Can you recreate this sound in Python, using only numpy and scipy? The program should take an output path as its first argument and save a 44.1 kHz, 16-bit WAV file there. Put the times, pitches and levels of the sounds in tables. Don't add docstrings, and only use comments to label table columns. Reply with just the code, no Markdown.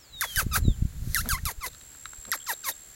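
import sys
import numpy as np
from scipy import signal
from scipy.fft import rfft, irfft, next_fast_len
from scipy.io import wavfile
from scipy.ndimage import map_coordinates

SR = 44100
rng = np.random.default_rng(int(sys.argv[2]) if len(sys.argv) > 2 else 0)


def dump_mix(stems):
    frames = np.atleast_2d(stems).T
    limited = np.clip(frames, -1, 1)
    pcm = np.round(limited * 32767).astype(np.int16)
    wavfile.write(sys.argv[1], SR, pcm)


N = 130095

# moment of breaking up in seconds, then lists of times in seconds,
# pitches in Hz, squeak levels in dB and air levels in dB.
CHIPS = [
    [.246, (.211, .215, .223, .230, .241, .250, .258), (2450, 1950, 1550, 1210, 1000, 730, 510),
     (-48, -28, -25, -34.5, -26, -37, -44.5), (-23.5, -27, -27, -33, -33, -31.5, -38)],
    [.393, (.361, .371, .384, .393, .401, .410, .419, .429), (2080, 1780, 1520, 1600, 1330, 1250, 560, 420),
     (-40.5, -29.5, -23.5, -21, -29, -31, -37.5, -42), (-28, -28, -24.5, -22.5, -23, -28, -32, -35)],
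    [.551, (.514, .521, .541, .552, .562, .572, .580, .587), (1280, 1320, 1180, 1280, 1580, 900, 480, 400),
     (-45, -39.5, -34.5, -31, -20.5, -33, -36, -46.5), (-42, -36, -25.5, -25, -21.5, -23, -30, -32.5)],
    [1.222, (1.147, 1.151, 1.164, 1.175, 1.188, 1.202, 1.211, 1.218),
     (1950, 2100, 1730, 1440, 1290, 1450, 1720, 2100), (-33, -33.5, -22.5, -31, -32.5, -37, -34, -47),
     (-32, -28, -28, -26.5, -25, -31.5, -30.5, -39)],
    [1.372, (1.290, 1.302, 1.310, 1.334, 1.354, 1.374, 1.385, 1.388),
     (1780, 1600, 1570, 1130, 1000, 1140, 1600, 1850), (-39.5, -28, -27, -32.5, -32, -42.5, -45, -38.5),
     (-28.5, -29, -25, -27, -35, -46, -43, -60)],
    [1.483, (1.455, 1.468, 1.480, 1.495, 1.508, 1.518), (1420, 1230, 1140, 970, 680, 440),
     (-44, -35, -34, -33.5, -42.5, -45.5), (-27.5, -29, -30, -33.5, -35.5, -35)],
    [1.647, (1.609, 1.624, 1.642, 1.659, 1.665, 1.684), (1340, 1200, 1040, 980, 720, 450),
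     (-51, -42, -31, -37.5, -41, -61), (-41, -41, -33.5, -36.5, -28.5, -40.5)],
    [2.345, (2.319, 2.326, 2.333, 2.341, 2.349, 2.358), (1980, 1720, 1320, 970, 760, 520),
     (-29, -26, -29, -29, -38, -44), (-26.5, -25, -26.5, -31.5, -34, -35)],
    [2.506, (2.465, 2.472, 2.483, 2.495, 2.505, 2.520, 2.533, 2.540),
     (1800, 1400, 1120, 990, 910, 770, 480, 400), (-46, -45, -41, -30, -26.5, -36, -50, -60),
     (-34, -33.5, -33, -29, -31.5, -30.5, -33, -45)],
    [2.664, (2.636, 2.645, 2.668, 2.679, 2.690, 2.702, 2.715), (1600, 1280, 1070, 1110, 970, 720, 470),
     (-47, -47.5, -37.5, -35, -29.5, -47, -62), (-44, -30.5, -31, -31, -24, -28.5, -37.5)],
]
# frequency in Hz, relative level in dB.
CAVITY = [(400, 17), (750, -1.5), (1100, -0.5), (1800, 2), (2600, -6), (3200, -33.5), (5000, -37)]
# frequency in Hz, relative level in dB.
OVERTONES = [(1600, -14), (3000, -8), (3900, 0), (5000, -2), (6300, 0), (8000, -9), (11500, -7),
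             (16000, -24)]
OVERTONE_DB = -5.5
JITTER, JITTER_RATE, SHIMMER_DB = .008, 900, 1.2
FLUTTER_DB, FLUTTER_RAD, FLUTTER_RATE = 2, 0.71, 115.2
BREAK_S, ROUGH_JITTER, ROUGH_SPLIT = .003, .022, .3
EDGE_S, RELEASE_S = .002, .012

# frequency in Hz, relative level in dB per Hz.
HISS = [(300, -30), (800, -23), (1600, -0.5), (2900, -11.5), (4200, 0), (5200, -4.5), (6400, 1),
        (8000, -5.5), (10500, -1), (11700, 0.5), (12700, -1.5), (13600, -2.5), (15000, -14), (16500, 3)]
# frequency in Hz, relative level in dB per Hz.
HOLLOW = [(150, -3.5), (400, 3.5), (650, 12), (1000, -17), (2000, -22), (5000, -60)]
HOLLOW_HZ, HOLLOW_DB = 744, -12
HISS_PULSING, CRACKLE_DB = 0.35, 1.1
CLEAN_HISS_DB, BROKEN_TREBLE_DB = -9, 1.5
BRIGHT_DB, DULLING, TREBLE_HZ = -39, 0.84, 7900
SOFT_START_DB, OPENING_S = -23, 0.028
SIZZLE_FROM_S, SIZZLE_HZ, SIZZLE_WIDTH_HZ, SIZZLE_DB = 2, 12030, 680, -9.5

# time in seconds, level in dB before SMACK_DB is added.
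SMACKS = [(0.2103, -14.5), (0.3603, -15.5), (1.1463, -10), (1.2896, -15.5), (1.4543, -19.5), (2.317, -13)]
# frequency in Hz, relative level in dB, time to fall 60 dB in seconds.
SMACK_MODES = [(1980, -5.5, 0.0073), (3860, 10.5, 0.0015), (5500, 13, 0.0024), (6700, 5.5, 0.0016),
               (9100, 11, 0.0028), (11570, 17, 0.0034)]
SMACK_LEAD_S, SMACK_RISE_S, SMACK_DB = 0.00018, 0.00028, -8.5

# time in seconds, pitch in Hz, level in dB.
WHISTLES = [
    [(0, 5780, -62), (.066, 4500, -61.5), (.12, 4020, -61), (.145, 3880, -45.5), (.21, 3585, -44),
     (.30, 3236, -43), (.385, 2950, -43)],
    [(.62, 4300, -64), (.638, 4100, -57), (.652, 3930, -46), (.71, 3540, -48), (.748, 3000, -60)],
]
# start in seconds, length in seconds, middle pitch in Hz, level in dB.
PEEPS = [(1.679, 0.0091, 3800, -43), (2.4, 0.011, 3290, -49.5), (2.413, 0.023, 3290, -50.5),
         (2.532, 0.011, 3980, -37), (2.714, 0.016, 3710, -42.5)]
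PEEP_FALL, PEEP_JITTER = 0.068, .04
# time in seconds, pitch in Hz, level in dB.
TRILL = [(0, 7570, -78), (.5, 7430, -61), (.68, 7310, -51), (.95, 7300, -68.5), (1.4, 7390, -66),
         (1.85, 7560, -51), (2.35, 7505, -44), (2.95, 7500, -51)]
TRILL_RATE_HZ, TRILL_SHAPE, TRILL_SAG_HZ, TRILL_SCATTER_HZ = 74.2, 0.64, 40, 22.6

# time in seconds, level in dB before TICK_DB is added, favoured Hz.
TICKS = [(1.258, -26.5, 1100), (1.276, -42, 1550), (1.732, -37, 4170), (1.748, -36, 3200),
         (1.812, -35.5, 3860), (1.95, -36.5, 1370), (2.056, -23, 2440), (2.134, -34, 1610),
         (2.252, -29.5, 2500), (2.375, -34, 3000)]
# frequency in Hz, width in Hz, relative level in dB.
TICK_MODES = [(1400, 620, 1.5), (2770, 230, -22), (3970, 290, -1.5), (8200, 6300, -11)]
TICK_RISE_S, TICK_T60_S, TICK_DB, TICK_SPREAD_OCT = 0.00056, 0.018, -6.5, 1
# middle in seconds, length in seconds, level in dB.
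SCUFFS = [(1.27, 0.043, -39), (2.287, 0.037, -46.5)]
# frequency in Hz, relative level in dB.
SCUFF_COLOUR = [(80, -11), (220, 0.5), (400, -12), (600, -8), (1000, -16.5), (2500, -23.5), (8000, -39)]

# time in seconds, level in dB.
WIND = [(0, -68), (.11, -69), (.14, -45.5), (.2, -59), (.3, -53), (.36, -45), (.44, -38), (.56, -29),
        (.7, -26.5), (.79, -38.5), (.92, -39), (.98, -32.5), (1.3, -36), (1.47, -42.5), (1.55, -54.5),
        (1.72, -47), (1.8, -58), (2.4, -62), (2.95, -64)]
# frequency in Hz, relative level in dB per Hz.
RUMBLE = [(15, -9), (35, 2.5), (75, 1), (130, -7.5), (200, -16.5), (300, -30), (500, -36.5), (1000, -55.5),
          (3000, -100)]
# middle in seconds, peak in dB, middle to peak in seconds.
BUMPS = [(0.377, -23.5, 0.0027), (0.467, -19.5, 0.0012), (0.577, -23.5, 0.0015), (0.654, -19.5, 0.0012),
         (0.683, -11.5, 0.0011), (0.825, -14.5, .0017), (0.854, -17, 0.0018), (1.025, -25.5, 0.0019),
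         (1.075, -23, 0.0014), (1.334, -20, 0.0025), (1.437, -25, 0.0022), (1.465, -25, 0.0024),
         (1.587, -32.5, 0.004), (2.191, -42, 0.0034)]
# frequency in Hz, relative level in dB per Hz.
AIR = [(20, 5.5), (100, 2.5), (300, 0), (1000, -5), (1600, -1.5), (2400, -5.5), (4200, -5), (6000, -13.5),
       (7400, 4.5), (8400, -11), (12000, -14.5), (16000, -5)]
AIR_DB = -54.5
# time in seconds, level in dB.
SOFT_HISS = [(0, -115), (.2, -49.5), (.26, -42.5), (.35, -37.5), (.45, -53), (.62, -58), (1, -53.5),
             (1.14, -40), (1.26, -44.5), (1.55, -57), (1.9, -54)]

ECHO_T60_S, ECHO_DB, FAR_ECHO_T60_S, FAR_ECHO_DB = 0.096, -15, 0.35, -19.5
TOP_HZ, MIC_TOP = 16000, .45


def chips():
    out, breath, hollow = np.zeros(N), noise(HISS), noise(HOLLOW)
    resonance = lambda f: 1 / (1 + ((f - SIZZLE_HZ) / SIZZLE_WIDTH_HZ) ** 2) ** 2
    sizzle = unit(filtered(rng.standard_normal(N), resonance))
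    breath = breath + amp(SIZZLE_DB) * sizzle * (clock() > SIZZLE_FROM_S)
    top = filtered(breath, treble)
    body = breath - top
    for break_s, *columns in CHIPS:
        rows = np.transpose(columns)
        span = np.arange(SR // 6) + round((rows[0][0] - EDGE_S) * SR)
        t = span / SR
        hz, squeak_db, air_db = curves(rows, t)
        broken = (1 + np.tanh((t - break_s) / BREAK_S / 2)) / 2
        dull = dull_db(t, air_db)
        tone, phase = squeak(t, hz, squeak_db, air_db, dull, broken)
        crackle = amp(CRACKLE_DB * wobble(JITTER_RATE, t))
        puffs = unit((1 + HISS_PULSING * np.cos(phase)) * crackle)
        hiss = amp(CLEAN_HISS_DB * (1 - broken)) * body[span]
        hiss += amp(BROKEN_TREBLE_DB * broken + dull) * top[span]
        hiss += amp(HOLLOW_DB) * hollow[span] / (1 + (hz / HOLLOW_HZ) ** 10)
        out[span] += gate(rows, t) * (tone + amp(air_db) * puffs * hiss)
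    return out


def squeak(t, hz, squeak_db, air_db, dull, broken):
    phase = turn(hz * (1 + (JITTER + ROUGH_JITTER * broken) * wobble(JITTER_RATE, t)))
    k = np.arange(1, 21)[:, None]
    curves_per_partial = np.array([[wobble(FLUTTER_RATE, t) for _ in k] for _ in range(2)])
    wander, drift = curves_per_partial * (k > 1)
    flutter = amp(FLUTTER_DB * wander * (1.5 - 1 / k)) * (k * hz < TOP_HZ)
    low = amp(along(CAVITY, k * hz)) * flutter
    high = amp(along(OVERTONES, k * hz)) * flutter * (k > 1)
    low, high = [w / np.sqrt((w ** 2).sum(0) / 2) for w in (low, high)]
    air_drive = amp(air_db + OVERTONE_DB + dull * treble(k * hz)) * np.sqrt(1 - broken)
    weight = np.hypot(amp(squeak_db) * low, air_drive * high)
    partials = np.cos(k * phase + 2 * np.pi * rng.random(k.shape) + FLUTTER_RAD * drift)
    split = 1 + ROUGH_SPLIT * broken * np.cos(phase / 2 + drift[-1])
    shimmer = amp(SHIMMER_DB * wobble(JITTER_RATE, t))
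    return (weight * partials).sum(0) * split * shimmer, phase


def dull_db(t, air_db):
    snaps = any(t[0] < s < t[0] + OPENING_S for s, _ in SMACKS)
    closed = 0 if snaps else np.maximum(1 - (t - t[0]) / OPENING_S, 0)
    return DULLING * np.minimum(air_db - BRIGHT_DB, 0) + SOFT_START_DB * closed


def treble(hz):
    return 1 - 1 / (1 + (hz / TREBLE_HZ) ** 10)


def smacks():
    out = np.zeros(N)
    t = np.arange(SR // 20) / SR
    for s, db in SMACKS:
        ring = np.zeros(len(t))
        for hz, level, t60 in SMACK_MODES:
            cycles = hz * rng.normal(1, 0.0082) * t + rng.random()
            ring += amp(level - 60 * t / t60) * np.sin(2 * np.pi * cycles)
        start = round((s - SMACK_LEAD_S) * SR)
        out[start:][:len(t)] += amp(db + SMACK_DB) * ring * np.minimum(t / SMACK_RISE_S, 1) ** 2
    return out


def whistles():
    t, out = clock(), np.zeros(N)
    for rows in WHISTLES:
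        hz, db = curves(rows, t)
        level = amp(db + 2.6 * wobble(72.5, t))
        tone = np.sqrt(2) * np.sin(turn(hz * (1 + 0.0037 * wobble(120.0, t))))
        out += gate(rows, t) * level * tone
    return out


def peeps():
    t, out = clock(), np.zeros(N)
    for s, length, hz, db in PEEPS:
        u = np.clip((t - s) / length, 0, 1)
        pitch = hz * (1 - PEEP_FALL * (u - .5) + PEEP_JITTER * wobble(JITTER_RATE, t))
        out += amp(db) * np.sqrt(2) * np.sin(np.pi * u) * np.sin(turn(pitch))
    return out


def insect():
    t = clock()
    hz, db = curves(TRILL, t)
    stroke = (TRILL_RATE_HZ * t) % 1
    pulse = np.maximum(np.sin(np.pi * np.minimum(stroke / TRILL_SHAPE, 1)), 0) ** 0.3
    pitch = hz - TRILL_SAG_HZ * (stroke - .5) + TRILL_SCATTER_HZ * wobble(250, t)
    return amp(db + 0.69 * wobble(39.5, t)) * unit(pulse * np.sin(turn(pitch)))


def wood(f):
    return sum(amp(db) * (f * w) ** 2 / ((c * c - f * f) ** 2 + (f * w) ** 2) for c, w, db in TICK_MODES)


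def ticks():
    out = np.zeros(N)
    for s, db, hz in TICKS:
        age = clock() - s
        fade_db = -60 * np.maximum(age, 0) / TICK_T60_S
        level = amp(db + TICK_DB + fade_db) * np.clip(age / TICK_RISE_S + 1, 0, 1)
        colour = lambda f: wood(f) / (1 + (np.log2((f + 1) / hz) / TICK_SPREAD_OCT) ** 2)
        out += level * unit(filtered(rng.standard_normal(N), colour))
    return out


def scuffs():
    t = clock()
    level = sum(amp(db) * np.exp(-(2 * (t - s) / length) ** 2) for s, length, db in SCUFFS)
    return noise(SCUFF_COLOUR) * level


def wind():
    t = clock()
    db, = curves(WIND, t)
    out = amp(db + 3.5 * wobble(30, t)) * noise(RUMBLE)
    for s, peak_db, width in BUMPS:
        u = (t - s) / width
        out += amp(peak_db) * u * (4 / (3 + u * u)) ** 2
    return out


def air():
    db, = curves(SOFT_HISS, clock())
    return amp(AIR_DB) * noise(AIR) + amp(db) * noise(HISS)


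def foliage(x, t60):
    t = np.arange(SR // 3) / SR
    tail = rng.standard_normal(len(t)) * amp(-60 * t / t60)
    return signal.fftconvolve(x, tail / np.linalg.norm(tail))[:N]


def amp(db):
    return 10 ** (np.asarray(db) / 20)


def clock():
    return np.arange(N) / SR


def unit(x):
    return x / np.sqrt(np.mean(x ** 2) + 1e-20)


def along(points, hz):
    f, v = np.transpose(points)
    return np.interp(np.log(hz + 1), np.log(f + 1), v)


def curves(rows, t):
    s, *cols = np.transpose(rows)
    return [np.interp(t, s, c) for c in cols]


def wobble(rate, t):
    u = (t - t[0]) * rate
    return map_coordinates(rng.standard_normal(int(u[-1]) + 4), [u])


def filtered(x, response):
    m = next_fast_len(N + SR // 2)
    return irfft(rfft(x, m) * response(np.fft.rfftfreq(m, 1 / SR)), m)[:N]


def noise(spectrum):
    return unit(filtered(rng.standard_normal(N), lambda hz: amp(along(spectrum, hz))))


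def turn(hz):
    return 2 * np.pi * np.cumsum(hz) / SR


def gate(rows, t):
    rise, fall = (t - rows[0][0]) / EDGE_S, (rows[-1][0] - t) / RELEASE_S
    return np.clip(np.minimum(rise, fall) + 1, 0, 1) ** 2


def scene():
    near, far = chips() + smacks() + ticks(), whistles() + peeps()
    near_echo = amp(ECHO_DB) * foliage(near, ECHO_T60_S)
    far_echo = amp(FAR_ECHO_DB) * foliage(far, FAR_ECHO_T60_S)
    return (near + far + near_echo + far_echo + insect() + wind() + scuffs() + air())[None]


def record(dry):
    held = dry[0] / (1 + (dry[0] / MIC_TOP) ** 6) ** (1 / 6)
    return filtered(held, lambda hz: hz < TOP_HZ)[None]


dry = scene()
out = record(dry)
dump_mix(out)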